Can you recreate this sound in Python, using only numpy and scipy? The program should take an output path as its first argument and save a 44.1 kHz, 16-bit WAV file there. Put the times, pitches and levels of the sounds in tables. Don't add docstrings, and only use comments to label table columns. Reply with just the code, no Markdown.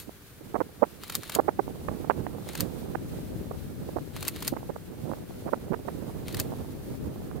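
import sys
import numpy as np
from scipy import signal
from scipy.fft import rfft, irfft
from scipy.io import wavfile

SR = 44100
rng = np.random.default_rng(int(sys.argv[2]) if len(sys.argv) > 2 else 0)


def store_wav(level_fs):
    pcm = np.round(np.clip(np.atleast_2d(level_fs), -1, 1) * 32767)
    wavfile.write(sys.argv[1], SR, pcm.T.astype(np.int16))


N = 326340
TIME_S = np.arange(N) / SR
FREQS_HZ = np.maximum(np.fft.rfftfreq(N, 1 / SR), 1)


def from_db(db):
    return 10 ** (np.asarray(db) / 20)


def unit_rms(x):
    return x / np.sqrt(np.mean(x ** 2, axis=-1, keepdims=True) + 1e-20)


def over_time(points):
    return np.interp(TIME_S, *np.transpose(points))


def over_freq(points):
    hz, db = np.transpose(points)
    return np.interp(np.log(FREQS_HZ), np.log(hz), db)


def colour(x, curve_db):
    return irfft(rfft(x) * unit_rms(from_db(curve_db)), N)


def noise_pair(coherence, size=N):
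    shared = np.sqrt(coherence) * rng.standard_normal(size)
    return shared + np.sqrt(1 - coherence) * rng.standard_normal((2, size))


def drift(rate_hz):
    return unit_rms(irfft(rfft(rng.standard_normal(N)) / (1 + (FREQS_HZ / rate_hz) ** 2), N))


def add(out, start_s, sound):
    i = int(start_s * SR)
    first, last = max(i, 0), min(i + sound.shape[-1], out.shape[-1])
    if first < last:
        out[..., first:last] += sound[..., first - i:last - i]


def resonance(x, hz, width_hz):
    return signal.lfilter(*signal.iirpeak(hz, hz / width_hz, fs=SR), x + 1e-18)


def contact_noise(body_db, size, crossover_hz=2600):
    low, high = (signal.butter(2, crossover_hz, kind, fs=SR, output="sos") for kind in ("low", "high"))
    body = signal.sosfilt(low, noise_pair(coherence=0.9, size=size))
    crack = signal.sosfilt(high, noise_pair(coherence=0.42, size=size))
    return from_db(body_db) * body + crack


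# landing_s, gain_db, landing_gain_db, upper_stop_gain_db, landing_t60_ratio
FRAMES = [(-.0070, -37, 16, 0, 1.05), (1.1521, -26.5, 4, 3, 0.83), (1.35, -26.5, 1, 2.5, 1.2),
          (2.6058, -26, 0.5, 1.5, 0.95), (4.2806, -24.5, -2.5, .5, 1.26), (4.4781, -26, 2, 1.5, 1.1),
          (6.3990, -25, -1, 0, 1.05)]
CONTACTS = [(-30, .02, -5, .0005), (-11, 0.015, 10.5, .0003), (-20.5, .022, 14, .0005),
            (-13.5, 0.018, -8, .0008), (-13.5, 0.01, 15.5, 0.00036), (-5.5, 0.021, 9.5, 0.00087),
            (-12, 0.028, 6, .0003), (-14, 0.06, 10, 0.0011), (5.5, .013, -5, 0.00018),
            (-4, 0.023, 4, 0.00034), (-15, 0.028, -11, .0004)]
CONTACT_LEADS_S = (.1290, .1169, .1108, .0736, .0554, .0540, .0303, .0080, 0, -.0040, -.0130)
# freq_hz, gain_db
CLACK_SPECTRUM = [(300, -9), (800, -6), (1200, -2), (2200, -4.5), (3500, -8), (5000, -2.5), (5700, -4),
                  (6400, -1.5), (7700, -1.5), (9000, -2), (10500, -8.5), (11300, -6.5), (13000, 1),
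                  (15500, -4), (17000, -27)]


def shutter(gain_db=5.5, tail_db=-31, tail_t60_s=0.21, shared_power=0.086, upper_stop_lead_s=0.054):
    frames = np.zeros((len(FRAMES), 2, SR // 3))
    t, preroll_s = np.arange(SR // 10) / SR, 0.15
    for lead_s, (contact_db, t60_s, body_db, rise_s) in zip(CONTACT_LEADS_S, CONTACTS):
        shared = np.sqrt(shared_power) * contact_noise(body_db, len(t))
        attack = 1 - np.exp(-t / rise_s)
        tail = from_db(tail_db - 60 * t / tail_t60_s)
        for frame, (_, frame_db, landing_db, stop_db, t60_ratio) in zip(frames, FRAMES):
            own = np.sqrt(1 - shared_power) * contact_noise(body_db, len(t))
            ring_s = t60_s * (t60_ratio if lead_s == 0 else 1)
            envelope = attack * np.hypot(from_db(-60 * t / ring_s), tail)
            click = from_db(gain_db + frame_db + contact_db) * envelope * (shared + own)
            if lead_s == upper_stop_lead_s:
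                click *= from_db(stop_db)
            if lead_s == 0:
                mirror_ping = resonance(click, hz=11820, width_hz=550)
                click = from_db(landing_db) * (click + mirror_ping)
            add(frame, preroll_s - lead_s, click)
    out = np.zeros((2, N))
    for (landing_s, *_), frame in zip(FRAMES, frames):
        add(out, landing_s - preroll_s, shell(frame))
    return irfft(rfft(out) * from_db(over_freq(CLACK_SPECTRUM)), N)


# freq_hz, width_hz, gain_db
SHELL_MODES = [(2084, 80, 2.5), (2630, 91, 6), (3240, 160, 7), (3770, 180, 7.5), (4410, 320, 8),
               (5000, 350, 2.5), (6960, 160, 5.5), (9150, 610, 7.5), (11600, 420, 10), (13150, 700, 0.5),
               (14500, 700, 2.5)]


def shell(clicks, detune=0.006, spread_db=0.5):
    out = clicks.copy()
    scatter = np.clip(rng.standard_normal((len(SHELL_MODES), 2, 2)), -1.5, 1.5)
    for (hz, width_hz, gain_db), ports in zip(SHELL_MODES, scatter):
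        for port, (dip, shift) in enumerate(ports):
            ring = resonance(clicks[port], hz * (1 + detune * shift), width_hz)
            out[port] += (from_db(gain_db - spread_db * dip) - 1) * ring
    return out


def motor_effort(t, lead_s=0.16, spin_up_s=0.039, tension_lead_s=0.031, tension_end_s=0.0074,
                 tension_db=5, coast_db=2, coast_t60_s=0.15):
    spin = np.clip((t + lead_s) / spin_up_s, 0, 1)
    driven_db = tension_db * (t > -tension_lead_s)
    coasting_db = coast_db - 60 * np.maximum(t - tension_end_s, 0) / coast_t60_s
    return spin * from_db(np.where(t < tension_end_s, driven_db, coasting_db))


# freq_hz, density_db
WHIRR_SPECTRUM = [(400, -40), (1000, 3), (2000, 6.5), (2700, 6.5), (3400, 7), (4150, 11), (4800, 0),
                  (5900, -3), (7500, -1), (8400, -5.5), (9300, 3.5), (10500, 0), (11700, -2), (13700, -3),
                  (15000, -2), (16000, -6)]


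def motor(gain_db=-52, ticks_per_s=660, teeth_db=-2, spread_db=7.5):
    effort, t = np.zeros(N), np.arange(-SR // 2, SR // 2) / SR
    for landing_s, *_ in FRAMES:
        add(effort, landing_s + t[0], motor_effort(t))
    ticks = (rng.random(N) < ticks_per_s / SR) * rng.choice([-1, 1], N)
    teeth = ticks * from_db(spread_db * rng.uniform(-1, 1, N))
    gears = noise_pair(coherence=0.5) + from_db(teeth_db) * unit_rms(teeth)
    return colour(from_db(gain_db) * effort * gears, over_freq(WHIRR_SPECTRUM))


# freq_hz, density_db
RUMBLE_SPECTRUM = [(15, -30), (30, -7), (50, -3), (85, 0.5), (150, 0.5), (300, -5), (450, -10), (700, -23),
                   (1100, -31.5), (2500, -50), (6000, -58.5)]


def rumble(level_db, lumps_db, tilt_db_per_oct):
    air = rng.standard_normal(N) * from_db(lumps_db * drift(rate_hz=9.7))
    spectrum_db = over_freq(RUMBLE_SPECTRUM) + tilt_db_per_oct * np.log2(FREQS_HZ)
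    return from_db(level_db) * unit_rms(colour(air, spectrum_db))


def eddy(t, hz, phase_turns, smoothness):
    passage, steepness = 2 * np.pi * hz * t / smoothness, smoothness + 1
    swing = np.cos(2 * np.pi * phase_turns + steepness * np.arctan(passage))
    return swing * (1 + passage ** 2) ** (-steepness / 2)


def flutter(strength, centre_hz, spread_db, smoothness, count):
    out, t = np.zeros(N), np.arange(-300, 300) / SR
    timing = rng.random((count, 2))
    scatter = np.clip(rng.standard_normal((count, 2)), -2, 2)
    for (when, phase_turns), (force, pitch) in zip(timing, scatter):
        pulse = eddy(t, centre_hz * np.exp(0.25 * pitch), phase_turns, smoothness)
        add(out, when * N / SR, from_db(spread_db * force) * pulse)
    return strength * unit_rms(out)


# time_s, level_db
WIND_LEFT = [(0.0, -66), (.3, -61), (0.55, -47.5), (.8, -56), (.92, -58), (1.3, -56), (1.55, -45.5),
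             (2.25, -43.5), (2.7, -44.5), (2.85, -41.5), (3.4, -35.5), (3.7, -42), (4.0, -40), (4.9, -44.5),
             (5.4, -43), (5.9, -45), (6.3, -40), (6.85, -40), (7.05, -37), (7.4, -46)]
# time_s, level_db
WIND_RIGHT = [(0.0, -51), (0.2, -68), (.35, -61), (0.45, -43.5), (.7, -55), (.8, -49), (1.05, -49),
              (1.25, -43.5), (1.63, -43), (1.85, -36.5), (2.35, -34), (2.5, -36.5), (2.9, -36),
              (3.05, -40.5), (3.3, -39), (3.8, -41), (4.7, -42), (4.85, -45), (5.1, -37.5), (5.4, -40),
              (6.0, -36.5), (6.4, -33), (6.6, -31.5), (6.72, -40), (7.4, -36.5)]


def wind(left_gain_db=2.5, right_gain_db=1.5, left_flutter_db=-6, right_flutter_db=-10.5):
    left_db, right_db = over_time(WIND_LEFT), over_time(WIND_RIGHT)
    left = rumble(left_db + left_gain_db, lumps_db=1.5, tilt_db_per_oct=-0.76)
    left_eddies = from_db(left_db + left_flutter_db)
    left += flutter(left_eddies, centre_hz=220, spread_db=7, smoothness=2.8, count=500)
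    right = rumble(right_db + right_gain_db, lumps_db=3.5, tilt_db_per_oct=2)
    side_wind_db = 0.42 * np.clip(right_db - left_db, 0, 6)
    right_eddies = from_db(right_db + right_flutter_db + side_wind_db) + stirred_air()
    right += flutter(right_eddies, centre_hz=430, spread_db=8, smoothness=3.75, count=2200)
    return np.array([left, right + buffets()])


# freq_hz, density_db
SHORE_SPECTRUM = [(20, -7), (90, 8), (170, 3), (220, 3.5), (320, -3), (390, 0), (520, -6.5), (1000, -14),
                  (1250, -11.5), (1650, -13), (2500, -21), (6000, -53), (16000, -52)]


def shore(level_db=-52.5):
    return from_db(level_db) * colour(noise_pair(coherence=0.79), over_freq(SHORE_SPECTRUM))


# freq_hz, density_db
HISS_SPECTRUM = [(100, -6), (1600, 5.5), (2700, 5), (4300, 4.5), (5300, 1.5), (8000, 1.3), (9400, 4.5),
                 (10200, 2), (11200, 3), (12500, 4), (14200, 6), (15650, 1.5), (15950, -4)]
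# time_s, level_db
HISS_LEVEL = [(0, -56), (.25, -54.5), (.42, -55), (.7, -55), (1.7, -54), (1.95, -53), (2.2, -54),
              (2.7, -52.5), (2.95, -53), (3.2, -53), (3.32, -54), (4.2, -54), (4.8, -55), (5.27, -54.5),
              (5.42, -54), (5.72, -55.5), (6.0, -54), (6.7, -54), (7.1, -54.5), (7.4, -58.5)]


def hiss(waver_db=1.0):
    level_db = over_time(HISS_LEVEL) + waver_db * drift(rate_hz=12)
    return from_db(level_db) * colour(noise_pair(coherence=0.01), over_freq(HISS_SPECTRUM))


# middle_s, length_s, level_db, nominal_hz, smoothness, crackle_db
BUFFETS = [(0.081, 0.018, -36, 230, 6.1, -19), (.094, 0.0033, -30.5, 455, 3, -9),
           (0.415, 0.008, -38.5, 376, 4.1, -16), (0.5463, 0.0045, -19, 520, 2.5, -10),
           (0.5568, 0.01, -21, 625, 3.6, -6), (.5629, 0.0027, -17.5, 570, 2.6, -8),
           (0.592, 0.006, -29, 230, 3.7, -13), (0.6051, .0028, -17, 584, 2, -16),
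           (0.6104, .003, -18.5, 580, 1.8, -19), (.6165, 0.0069, -20.5, 496, 2.8, -6),
           (.668, .0057, -36.5, 230, 4.3, -13), (.695, 0.008, -41, 445, 4.1, -9),
           (0.8255, 0.0064, -11, 500, 6, -8), (0.8307, 0.003, -8, 660, 5, -12),
           (.8362, 0.0083, -18.5, 710, 3.5, -6), (1.185, 0.027, -35.5, 186, 1.6, -13),
           (1.366, 0.014, -24, 498, 2.7, -9), (1.3913, 0.0068, -11.5, 492, 3.8, -6),
           (1.3977, 0.0039, -11, 536, 3.2, -8), (1.4831, 0.0046, -18.5, 403, 2.2, -5),
           (1.4885, 0.012, -15, 568, 2.4, -10), (1.5955, 0.0071, -13, 604, 4.3, -8.5),
           (1.68, 0.0018, -23, 575, 2.8, -13), (1.703, 0.021, -34.5, 254, 1.1, -13),
           (1.8873, 0.0051, -21, 710, 2.2, -9), (2.047, 0.0087, -30.5, 450, 1.6, -6),
           (2.0992, 0.0025, -7.5, 766, 4.1, -11), (2.107, 0.009, -18, 840, 2.2, -8),
           (2.2669, 0.0024, -20.5, 500, 1.44, -5), (2.9507, .002, -22, 760, 3.3, -13),
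           (2.9549, 0.002, -17, 980, 3.6, -12), (3.513, 0.0062, -28, 550, 2.4, -9),
           (3.891, 0.0061, -26.5, 467, 2.7, -13), (3.962, 0.0028, -21.5, 413, 3, -19),
           (3.9667, 0.0026, -19, 563, 3.1, -11), (3.9862, 0.002, -24, 650, 2.3, -14),
           (4.528, 0.0068, -19, 383, 4, -9), (4.537, .0022, -25.5, 450, 2.2, -6),
           (4.5663, .002, -24.5, 520, 2.2, -13), (4.571, 0.0033, -26.5, 624, 1.6, -10),
           (4.631, .0021, -29, 480, 3, -16), (4.6959, 0.0069, -25, 367, 1.9, -17),
           (4.7031, 0.0051, -25.5, 480, 1.6, -18), (4.762, .0066, -30, 600, 2.8, -13),
           (4.934, 0.0033, -35, 380, 3, -11), (5.048, 0.016, -27, 185, 8.6, -9),
           (5.082, 0.047, -38, 407, 2.2, -15), (5.103, 0.0087, -27, 290, 7.5, -8),
           (5.116, .0014, -19.5, 560, 2.6, -13), (5.1359, 0.0014, -23.5, 590, 1.7, -20),
           (5.464, 0.0054, -25, 298, 2, -6), (5.483, .024, -31, 554, 1.9, -18),
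           (5.5297, 0.0026, -22.5, 423, 2.8, -13), (5.5352, 0.0038, -12, 704, 4.8, -5),
           (5.543, 0.0021, -22, 770, 3.6, -10), (5.711, 0.01, -20, 220, 6.9, -7),
           (5.724, 0.0097, -23, 242, 0.7, -13), (5.7337, 0.0025, -23, 600, 1.7, -3),
           (5.743, 0.0077, -22.5, 677, 2.25, -13), (5.8855, 0.0054, -22.5, 746, 2.1, -11),
           (5.893, .002, -29, 493, 4.1, -16), (7.3139, .002, -33, 580, 1.7, -6)]
# freq_hz, gain_db
PORT_RESPONSE = [(50, -1), (120, 0), (250, -0.5), (1500, -1.5), (2500, -2), (4000, -7)]


def buffets(gain_db=0.18, spread_db=4, pitch_ratio=0.9, pitch_spread=0.16, crackle_ratio=1.59,
            spacing_cycles=1.3, jitter=0.3, half_window_s=0.03):
    out, t = np.zeros(N), np.arange(-half_window_s, half_window_s, 1 / SR)
    for middle_s, length_s, level_db, nominal_hz, smoothness, crackle_db in BUFFETS:
        chain = np.zeros(len(t))
        for k, (force, late, turn, pitch, shed) in enumerate(rng.uniform(-1, 1, (15, 5)), -7):
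            outer = k != 0
            offset_s = (k + jitter * late * outer) * spacing_cycles / nominal_hz
            swell = from_db(spread_db * force * outer) / (1 + abs(2 * offset_s / length_s) ** 6)
            eddy_hz = nominal_hz * pitch_ratio * np.exp(pitch_spread * pitch)
            phase_turns = turn * (0.5 if outer else 0.26)
            thump = eddy(t - offset_s, eddy_hz, phase_turns, smoothness)
            wake_s = offset_s + (1 + shed) / (2 * nominal_hz)
            wake = from_db(crackle_db) * eddy(t - wake_s, eddy_hz * crackle_ratio, shed, smoothness)
            chain += swell * (thump + wake)
        strength = from_db(level_db + gain_db) * np.sqrt(length_s * SR / len(t))
        add(out, middle_s - half_window_s, strength * unit_rms(chain))
    return irfft(rfft(out) * from_db(over_freq(PORT_RESPONSE)), N)


def stirred_air(gain_db=-18, reach_s=0.012, lag_s=0.0031):
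    return sum(from_db(level_db + gain_db) / (1 + ((TIME_S - middle_s - lag_s) / reach_s) ** 2) ** 2
               for middle_s, _, level_db, *_ in BUFFETS)


def scene(pan_db=0.7):
    camera = (shutter() + motor()) * from_db([[pan_db], [-pan_db]])
    return camera + wind() + shore() + hiss()


def record(dry):
    cutoff_hz = 16050
    return signal.sosfilt(signal.ellip(10, 0.1, 70, cutoff_hz, fs=SR, output="sos"), dry)


dry = scene()
out = record(dry)
store_wav(out)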